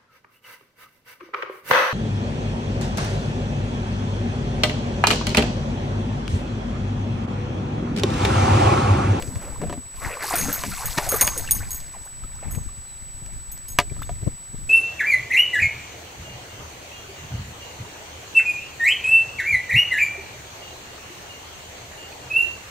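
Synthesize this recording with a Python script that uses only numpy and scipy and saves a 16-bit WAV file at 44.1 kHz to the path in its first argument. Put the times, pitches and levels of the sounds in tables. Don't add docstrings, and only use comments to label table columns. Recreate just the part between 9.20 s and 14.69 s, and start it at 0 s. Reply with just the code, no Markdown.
import sys
import numpy as np
from scipy import signal
from scipy.fft import rfft, irfft
from scipy.io import wavfile
from scipy.ndimage import uniform_filter1d

SR = 44100
rng = np.random.default_rng(int(sys.argv[2]) if len(sys.argv) > 2 else 0)


def dump(signal):
    limited = np.clip(np.atleast_2d(signal).T, -1, 1)
    pcm = np.round(limited * 32767).astype(np.int16)
    wavfile.write(sys.argv[1], SR, pcm)


N = 242197
TIME = np.arange(N) / SR

# frequency in Hz, relative density in dB.
HISS_SPECTRUM = [(30, 2), (200, 1), (500, 0), (1500, -2), (3000, -5), (6000, -7), (9000, -13), (12000, -11),
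                 (15500, -11.5)]
# frequency in Hz, relative density in dB.
WIND_SPECTRUM = [(15, 0), (30, 0), (60, -4), (120, -7.5), (200, -19), (400, -32), (800, -52)]
# time in seconds, level in dB.
BREEZE_LEVEL = [(0, -36), (.45, -34.5), (.67, -46.5), (.85, -34), (1.05, -47.5), (1.23, -29.5), (1.38, -39),
                (2.35, -33.5), (2.8, -45.5), (3.4, -34), (3.7, -46), (4.22, -37.5), (4.42, -47),
                (4.59, -37), (5.07, -32.5), (5.23, -50), (5.35, -36.5), (5.49, -37.5)]
# centre in seconds, level of the left port in dB,
# pitch in Hz, right port relative to left in dB.
EDDIES = [(0.089, -17, 103, -13), (1.487, -24.5, 89, -2), (2.399, -24, 80, -9.5), (2.549, -28.5, 60, -5),
          (3.045, -26.5, 39.3, -4.5), (3.378, -15, 114, -20), (4.028, -26.5, 110, -8.5),
          (4.72, -18, 112.3, -7), (5.032, -20.5, 105.5, 1), (5.076, -7.5, 125, -12), (5.345, -21, 138, -32)]
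# start in seconds, length in seconds, level in dB,
# first pitch in Hz, last pitch in Hz.
WHISTLE_GLIDES = [(3.66, .125, -62, 4150, 3760), (4.062, .065, -58, 476, 950)]
# start in seconds, level in dB, brightness in dB an octave.
BLOWS = [(0.0239, -31.5, 10), (.157, -38.5, 3), (0.416, -30, -9), (.497, -29.5, -7), (.526, -28, -6),
         (1.437, -24, 0), (1.785, -18.5, 0), (2.0126, -19, 10), (2.076, -18.5, 7), (2.603, -41, 22),
         (3.155, -48, 22.5), (3.349, -40, 5), (4.062, -44, 12), (4.377, -43, 24), (4.5874, -6.5, 3.5),
         (4.7652, -44, -2), (4.8924, -35.5, -4)]
# frequency in Hz, relative level in dB, time to fade by 60 dB in seconds.
HULL_AND_GEAR_MODES = [(407, -9, 0.13), (587, -1.5, 0.075), (710, -1.5, 0.085), (985, 6.5, 0.036),
                       (1203.7, 0.5, 0.047), (1697, 6.5, 0.015), (1917, 1, 0.028), (2290, -3.5, 0.042),
                       (2440, -5.5, 0.0323), (2563, -7.5, 0.04), (2860, 0.5, 0.016), (3440, -8.5, 0.03),
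                       (4636, -11, 0.037), (5040, -16, 0.015), (7040, -9.5, 0.0097)]
# start in seconds,
# chatter time in seconds, then the level in dB of each of four rings, low to high.
SHAKES = [(1.156, 0.0088, -38, -27.5, -28, -47), (1.183, .012, -27, -28.5, -34, -49),
          (1.328, .014, -32.5, -42, -28.5, -29), (1.657, .0065, -37.5, -36, -31, -48),
          (1.8897, .005, -27, -27, -42, -29), (1.917, .028, -38, -32, -28, -37),
          (1.962, .01, -41, -36, -31, -45), (2.0104, .007, -19, -18, -19, -32),
          (2.045, 0.011, -30, -34, -43, -44), (2.069, 0.0057, -28, -28, -30.5, -34),
          (2.1766, 0.0059, -34.5, -29.5, -34, -44), (2.3095, 0.0066, -25, -18.5, -25, -23),
          (2.35, .012, -36.5, -36, -34, -42), (2.5068, .024, -32.5, -39, -35.5, -46),
          (2.545, 0.013, -46, -43, -37, -45), (2.8515, 0.011, -58, -53, -56, -67),
          (3.3102, .022, -45.5, -45, -41.5, -52), (3.352, 0.0048, -46, -53, -54, -55),
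          (4.317, .005, -48, -49, -39, -64), (4.4834, .022, -42, -45, -42.5, -49),
          (4.8185, 0.0091, -55, -60, -50, -59)]
# ring number from 0, settled frequency in Hz
# before each shake's detuning, relative level in dB, time to fade by 60 dB in seconds.
METAL_MODES = [(0, 6485, -7.5, .42), (0, 6548, -4, .12), (0, 6640, -5, .05), (1, 9125, -8.5, .16),
               (1, 9230, -2, .06), (1, 9760, -9, .035), (2, 11940, -6, .07), (2, 12085, -6, .16),
               (2, 12290, -6, .06), (2, 12540, -10, .06), (2, 15250, -9, .09), (3, 13440, -2, .09),
               (3, 13560, -6, .13)]
# time in seconds, level in dB.
TRICKLE_LEVEL = [(.7, -75), (1.2, -45), (2.35, -50), (2.7, -63), (3.35, -56), (3.6, -70)]
# start in seconds, level in dB before the 1 dB lift in plops(),
# first pitch in Hz, pitch rise in octaves a second.
AIR_POCKETS = [(.436, -23.5, 446, 7.5), (.497, -27, 337, -6), (.575, -24, 265, -4), (1.04, -23.5, 787, 19),
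               (1.138, -14.5, 732, -7.5), (1.154, -21, 1300, 32), (1.282, -17.5, 288.9, -2.5),
               (1.924, -16.5, 540, 2), (1.939, -17, 463.6, -5), (2.243, -35, 1378, 58),
               (2.276, -27.5, 2800, -7), (2.288, -27, 1600, 57), (3.037, -37, 1278, 1),
               (3.228, -34, 558.5, 52), (3.488, -40, 1102, 12), (4.489, -41, 5100, -3),
               (4.698, -37, 2340, 1), (4.791, -40, 1300, -3), (4.819, -28, 1020, 103),
               (4.831, -34.5, 3520, 3.5), (4.893, -26, 680, 4.5)]
# centre in seconds, level in dB, Gaussian half width in seconds.
HEAVES = [(0.095, -42, 0.12), (0.435, -31.5, 0.026), (0.53, -36.5, 0.03), (1.262, -32, 0.046),
          (1.479, -35.5, 0.0301), (1.779, -31, 0.0074), (2.355, -43, 0.039), (3.38, -40, .015)]
# centre in seconds, level in dB, Gaussian half width in seconds.
SIDE_SMACKS = [(1.7822, -18, 0.0044), (2.024, -24, 0.0085)]
# start in seconds, length in seconds,
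# level in dB, first pitch in Hz, last pitch in Hz.
HOLLOWS = [(1.012, 0.039, -35.5, 1700, 2060), (1.107, .018, -28, 795, 940), (1.286, 0.024, -34, 1150, 1700),
           (1.51, .045, -39.5, 1277, 1520), (1.564, .085, -41.5, 1200, 620),
           (1.619, 0.024, -34.5, 1193, 950), (1.863, 0.036, -34, 620, 720), (2.158, .045, -39, 560, 380),
           (2.397, .05, -42, 1246, 2710), (2.734, 0.044, -45.5, 1250, 518), (2.857, 0.029, -49, 600, 2420)]
# time in seconds, level in dB before the 5 dB lift in spray().
SPRAY_FORCE = [(0, -51), (.7, -63), (.84, -45.5), (.99, -51.5), (1.03, -40), (1.22, -37.5), (1.45, -43),
               (1.95, -40.5), (2.15, -45), (3, -61.5)]
# frequency in Hz, gain in dB.
DROPLET_SPECTRUM = [(300, -19), (900, -12), (2000, 4.5), (3100, -6), (4300, 1), (7000, 0), (10000, -2),
                    (12000, -0.5), (15500, -7.5)]
# time in seconds, typical bubble pitch in Hz.
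BUBBLE_PITCH = [(0, 526), (.55, 483), (.82, 1000), (1.55, 1490), (1.94, 1000), (2.2, 745), (2.45, 1160),
                (3.3, 950)]
# start in seconds, level in dB,
# time to fade by 20 dB in seconds.
SLOSH_SURGES = [(-.03, -38.5, 0.48), (.2, -39, 0.46), (0.402, -31.5, 0.08), (.497, -40.5, 0.01),
                (.73, -50.5, 4), (.8, -31, 0.6), (1.0, -33.5, 0.2), (1.093, -27.5, 0.29), (1.27, -34, 0.2),
                (1.5, -46, 1), (1.59, -37, 0.34), (1.76, -32.5, 0.3667), (1.904, -27, 0.1341),
                (1.99, -31.5, 0.2092), (2.149, -38.5, 0.13), (2.3, -48, 0.46), (2.405, -47, 0.0574),
                (2.72, -51, 0.07), (3.211, -43.5, 0.18)]


def amp(db):
    return 10 ** (np.asarray(db) / 20)


def unit(x):
    return x / np.sqrt(np.mean(x ** 2) + 1e-20)


def curve(rows):
    return np.interp(TIME, *np.transpose(rows))


def colour(x, points):
    hz, db = np.transpose(points)
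    bins_hz = np.fft.rfftfreq(N, 1 / SR)
    gain_db = np.interp(np.log(bins_hz + 1), np.log(hz), db)
    return irfft(rfft(x) * amp(gain_db), N)


def wander(rate_hz):
    knots = rng.standard_normal(1500)
    return unit(np.interp(2 * rate_hz * TIME, np.arange(len(knots)), knots))


def add(mix, s, sound):
    part = mix[..., max(round(s * SR), 0):][..., :sound.shape[-1]]
    part += sound[..., :part.shape[-1]]


def ports(x, lead, left_db):
    turn = np.exp(1j * np.pi * np.fft.rfftfreq(N) * lead)
    spectrum = rfft(x)
    left = irfft(spectrum * turn, N) * amp(left_db / 2)
    right = irfft(spectrum / turn, N) / amp(left_db / 2)
    return np.array([left, right])


def bubble(hz, rise, t60, onset_cycles=0.56):
    t = np.arange(int(t60 * SR) + 8) / SR
    turns = np.cumsum(hz * 2 ** np.minimum(rise * t, 1.5)) / SR
    decay = np.exp(-np.log(1000) * t / t60)
    return np.sin(2 * np.pi * turns) * decay * (1 - np.exp(-turns / onset_cycles))


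def impacts(per_s, spread_db):
    train, count = np.zeros(N), int(per_s * N / SR)
    at, size, sign = rng.random((4000, 3))[:count].T
    heights = amp(-spread_db * np.log(np.maximum(size, .04)))
    train[(at * N).astype(int)] = heights * np.sign(sign - .5)
    return train


def steady(x, window_s):
    window = int(window_s * SR)
    power = uniform_filter1d(uniform_filter1d(x ** 2, window), window)
    return x / np.sqrt(abs(power) + 0.02 * np.mean(x ** 2))


def swells(rows):
    return sum(amp(db) * np.exp(-.5 * ((TIME - s) / width) ** 2) for s, db, width in rows)


def glide(length, first_hz, last_hz):
    u = np.linspace(0, 1, max(int(length * SR), 64))
    phase = 2 * np.pi * np.cumsum(first_hz * (last_hz / first_hz) ** u) / SR
    return np.exp(1j * phase) * np.sin(np.pi * u ** .75)


def background(hiss_db=-51.0, whine_db=-40.0, whine_hz=7867, left_db=0.34):
    noise = rng.standard_normal((2, N)) + 0.53 * rng.standard_normal(N)
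    hiss = amp(hiss_db) * unit(colour(noise, HISS_SPECTRUM)) * amp([[left_db], [0]])
    phase = 2 * np.pi * whine_hz * TIME + np.array([[0], [1.4]])
    return hiss + amp(whine_db) * unit(np.sin(phase))


def whistles():
    out = np.zeros(N)
    for s, length, db, first_hz, last_hz in WHISTLE_GLIDES:
        add(out, s, amp(db) * unit(glide(length, first_hz, last_hz).real))
    return out


def wind(left_db=3.0, right_db=0.0, lumps_db=4.5, shared=0.0855, edge_db=-13, edge_growth=0.94):
    puffs_db, puffs_hz = 1.5, 6
    gust_db = curve(BREEZE_LEVEL) + puffs_db * wander(puffs_hz)
    edge_gain_db = edge_db + edge_growth * np.minimum(gust_db + 29.0, 10)
    edge_spectrum = [(60, 8.5), (160, 1.5), (300, -9.5), (600, -28.0), (1500, -104)]
    common, out = rng.standard_normal(N), []
    for port_db in (left_db, right_db):
        eddies = np.sqrt(shared) * common + np.sqrt(1 - shared) * rng.standard_normal(N)
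        lumps = amp(lumps_db * wander(rate_hz=24.7))
        rumble = steady(unit(colour(eddies, WIND_SPECTRUM)) * lumps, window_s=0.12)
        edge = unit(colour(eddies, edge_spectrum)) * lumps
        out.append(amp(gust_db + port_db) * (rumble + edge * amp(edge_gain_db)))
    return np.array(out)


def buffets(width_cycles=0.35, flutter_db=-15, flutter_s=0.0061):
    out, t = np.zeros((2, N)), np.arange(-2048, 2048) / SR
    band = signal.butter(2, (150, 420), "band", fs=SR)
    for s, db, hz, right_db in EDDIES:
        flutter = unit(signal.lfilter(*band, rng.standard_normal((2, len(t))))) / np.cosh(t / flutter_s)
        push = -np.sin(2 * np.pi * hz * t) / np.cosh(t * hz / width_cycles)
        add(out, s + t[0], amp([[db], [db + right_db]]) * (push + amp(flutter_db) * flutter))
    return out


def knocks(crack_db=1, crack_s=0.00094, rattle_db=-9, rattle_s=0.011):
    out, t = np.zeros(N), TIME[:SR // 5]
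    rattle_spectrum = [(80, 0.5), (500, -9.5), (2500, -9), (3800, -13), (7000, -19.5), (15000, -35)]
    crack_spectrum = [(200, -8.0), (1500, -5.0), (6500, 3), (9000, -4), (15000, -8)]
    rattle = unit(colour(rng.standard_normal(N), rattle_spectrum))
    crack = unit(colour(rng.standard_normal(N), crack_spectrum))
    bounce_s, bounce_db = .0124, -14
    bounces = [(s + bounce_s, db + bounce_db, tilt_db) for s, db, tilt_db in BLOWS]
    for s, db, tilt_db in [*BLOWS, *bounces]:
        ring = np.zeros(len(t))
        for hz, mode_db, t60 in HULL_AND_GEAR_MODES:
            level = amp(mode_db + tilt_db * np.log2(hz / 1500)) * rng.choice([-1, 1])
            tone = np.sin(2 * np.pi * hz * rng.uniform(0.98, 1.012) * t)
            ring += level * tone * np.exp(-np.log(1000) * t / t60)
        here = slice(round(s * SR), round(s * SR) + len(t))
        blow = ring / ring[:256].std()
        blow += amp(rattle_db) * rattle[here] * np.exp(-t / rattle_s)
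        blow += amp(crack_db + tilt_db) * crack[here] * np.exp(-t / crack_s)
        add(out, s, amp(db) * blow / blow[:256].std())
    return ports(out, lead=-0.51, left_db=1.5)


def tackle(scrape_db=-11, rebound=0.76):
    out, t, head = np.zeros(N), TIME[:SR // 3], SR // 40
    hang_pull = .004
    contact_pull, contact_s = .011, .014
    group, hz, mode_db, t60 = np.transpose(METAL_MODES)[:, :, None]
    for s, chatter_s, *rings_db in SHAKES:
        pull, hang = rng.standard_normal((2, *hz.shape))
        tuned = hz * (1 + hang_pull * hang + contact_pull * pull * np.exp(-t / contact_s))
        modes = np.exp(2j * np.pi * np.cumsum(tuned, axis=1) / SR - np.log(1000) * t / t60)
        rings, ticks = np.zeros(modes.shape), np.zeros(len(t))
        for k in range(7):
            delay = chatter_s * k * rng.uniform(0.3, .5)
            turned = modes * np.exp(2j * np.pi * rng.random(hz.shape))
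            add(rings, delay, rebound ** k * turned.real)
            add(ticks, delay, rebound ** k * rng.standard_normal(len(t)) * np.exp(-t / .0015))
        gains = amp(np.array(rings_db)[group.astype(int)] + mode_db)
        shake = (gains * rings / rings[:, :head].std(axis=1, keepdims=True)).sum(0)
        scrape = amp(scrape_db) * np.linalg.norm(gains) * ticks / ticks[:head].std()
        add(out, s, shake + scrape)
    return ports(colour(out, [(500, -18), (3000, -3), (6000, 1.0)]), lead=-0.38, left_db=0.5)


def trickle(per_s=8, cycles=32):
    out = np.zeros(N)
    for hz in np.geomspace(700, 3200, num=12):
        drip = bubble(hz, hz / 40, cycles / hz)
        out += signal.oaconvolve(impacts(per_s, spread_db=4), drip)[:N]
    return ports(unit(out) * amp(curve(TRICKLE_LEVEL)), lead=0, left_db=0)


def plops(level_db=1, slap_db=-11, slap_s=0.0044):
    out = np.zeros(N)
    t60_at_1khz, size_law = 0.0492, 0.23
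    for s, db, hz, rise in AIR_POCKETS:
        ring = bubble(hz, rise, t60_at_1khz * (hz / 1000) ** -size_law)
        lowpass = signal.butter(2, min(3 * hz, 9000), fs=SR)
        slap = unit(signal.lfilter(*lowpass, rng.standard_normal(SR // 2)))[:len(ring)]
        slap = slap * np.exp(-TIME[:len(ring)] / slap_s)
        add(out, s, amp(db + level_db) * (ring + amp(slap_db) * slap))
    return ports(out, lead=-0.22, left_db=1.5)


def gulps():
    spectrum = [(70, -7.0), (150, 6.0), (270, 3.5), (400, -19.5), (700, -14.0), (2000, -71)]
    churn = unit(colour(rng.standard_normal(N), spectrum))
    return ports(steady(churn, window_s=0.11) * swells(HEAVES), lead=0, left_db=7.5)


def smacks():
    spectrum = [(100, -7), (400, -0.5), (1400, 1), (2300, 0), (3000, -14), (4000, -5.5),
                (8000, -15), (15000, -26)]
    wet = unit(colour(rng.standard_normal(N), spectrum))
    return ports(steady(wet, window_s=0.0046) * swells(SIDE_SMACKS), lead=-.2, left_db=1.0)


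def gurgles(width_share=.12):
    out = np.zeros(N)
    for s, length, db, first_hz, last_hz in HOLLOWS:
        hollow = glide(length, first_hz, last_hz)
        lowpass = signal.butter(2, width_share * (first_hz + last_hz) / 2, fs=SR)
        churn = signal.lfilter(*lowpass, rng.standard_normal((2, SR // 4)))[:, -len(hollow):]
        add(out, s, amp(db) * unit(churn[0] * hollow.real + churn[1] * hollow.imag))
    return ports(out, lead=-.2, left_db=.5)


def spray(level_db=5, per_s=110, cycles=7, flicker_db=3, mist_db=-6, brighten=0.16):
    drops, force_db = np.zeros((2, N)), curve(SPRAY_FORCE)
    for k, hz in enumerate(np.linspace(900, 15500, num=24)):
        grain = bubble(hz, 25, cycles / hz + 0.00048)
        tilt_db = brighten * (force_db + 48.0) * np.log2(hz / 4000)
        clump = amp(flicker_db * wander(rate_hz=33) + tilt_db)
        landings = unit(impacts(per_s, spread_db=2.0)) + amp(mist_db) * rng.standard_normal(N)
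        drops[k % 2] += signal.oaconvolve(landings * clump, grain / np.linalg.norm(grain))[:N]
    left, right = colour(drops, DROPLET_SPECTRUM) / np.sqrt(24) * amp(force_db + level_db)
    return ports(left, lead=-.25, left_db=3) + ports(right, lead=-.65, left_db=-1)


def slosh_level(rise_s=0.026, hold_s=0.0039, ripple_db=-68):
    power = amp(ripple_db) ** 2
    for s, db, fade_s in SLOSH_SURGES:
        rise = np.clip((TIME - s) / rise_s, 0, 1)
        fading_s = np.maximum(TIME - s - rise_s - hold_s, 0)
        power = power + (rise * amp(db - 20 * fading_s / fade_s)) ** 2
    return np.sqrt(power)


def slosh(cycles=16, reach_octaves=1.34, cluster_db=6.5, foam_db=-12):
    centre, water = np.log2(curve(BUBBLE_PITCH)), np.zeros(N)
    for pitches in np.geomspace(220, 2500, num=40).reshape(10, -1):
        cluster = amp(cluster_db * wander(rate_hz=14))
        cluster *= np.exp(-((np.log2(pitches.mean()) - centre) / reach_octaves) ** 2)
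        for hz in pitches:
            ring_s = cycles * rng.uniform(0.82, 2.0) / hz
            grain = bubble(hz, rng.uniform(-.5, .8) / ring_s, ring_s)
            births = impacts(per_s=85, spread_db=4.5)
            water += signal.oaconvolve(births * cluster, grain / np.linalg.norm(grain))[:N]
    foam_spectrum = [(100, -21), (300, -5.0), (1000, 5.5), (2200, 1), (3000, -6.5), (8000, -46)]
    foam = colour(rng.standard_normal(N), foam_spectrum)
    water = steady(unit(water) + amp(foam_db) * unit(foam), window_s=.035)
    return ports(water * slosh_level(), lead=0.1, left_db=1.0)


def scene():
    air = background() + whistles() + wind() + buffets()
    boat = knocks() + tackle()
    water = trickle() + plops() + gulps() + smacks() + gurgles() + spray() + slosh()
    return air + boat + water


def record(dry):
    held = dry / (1 + (dry / .7) ** 4) ** (1 / 4)
    edge_hz = 15500
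    lowpass = signal.firwin(201, edge_hz, window=("kaiser", 8), fs=SR)
    return signal.oaconvolve(held, lowpass[None], "same")


dry = scene()
out = record(dry)
dump(out)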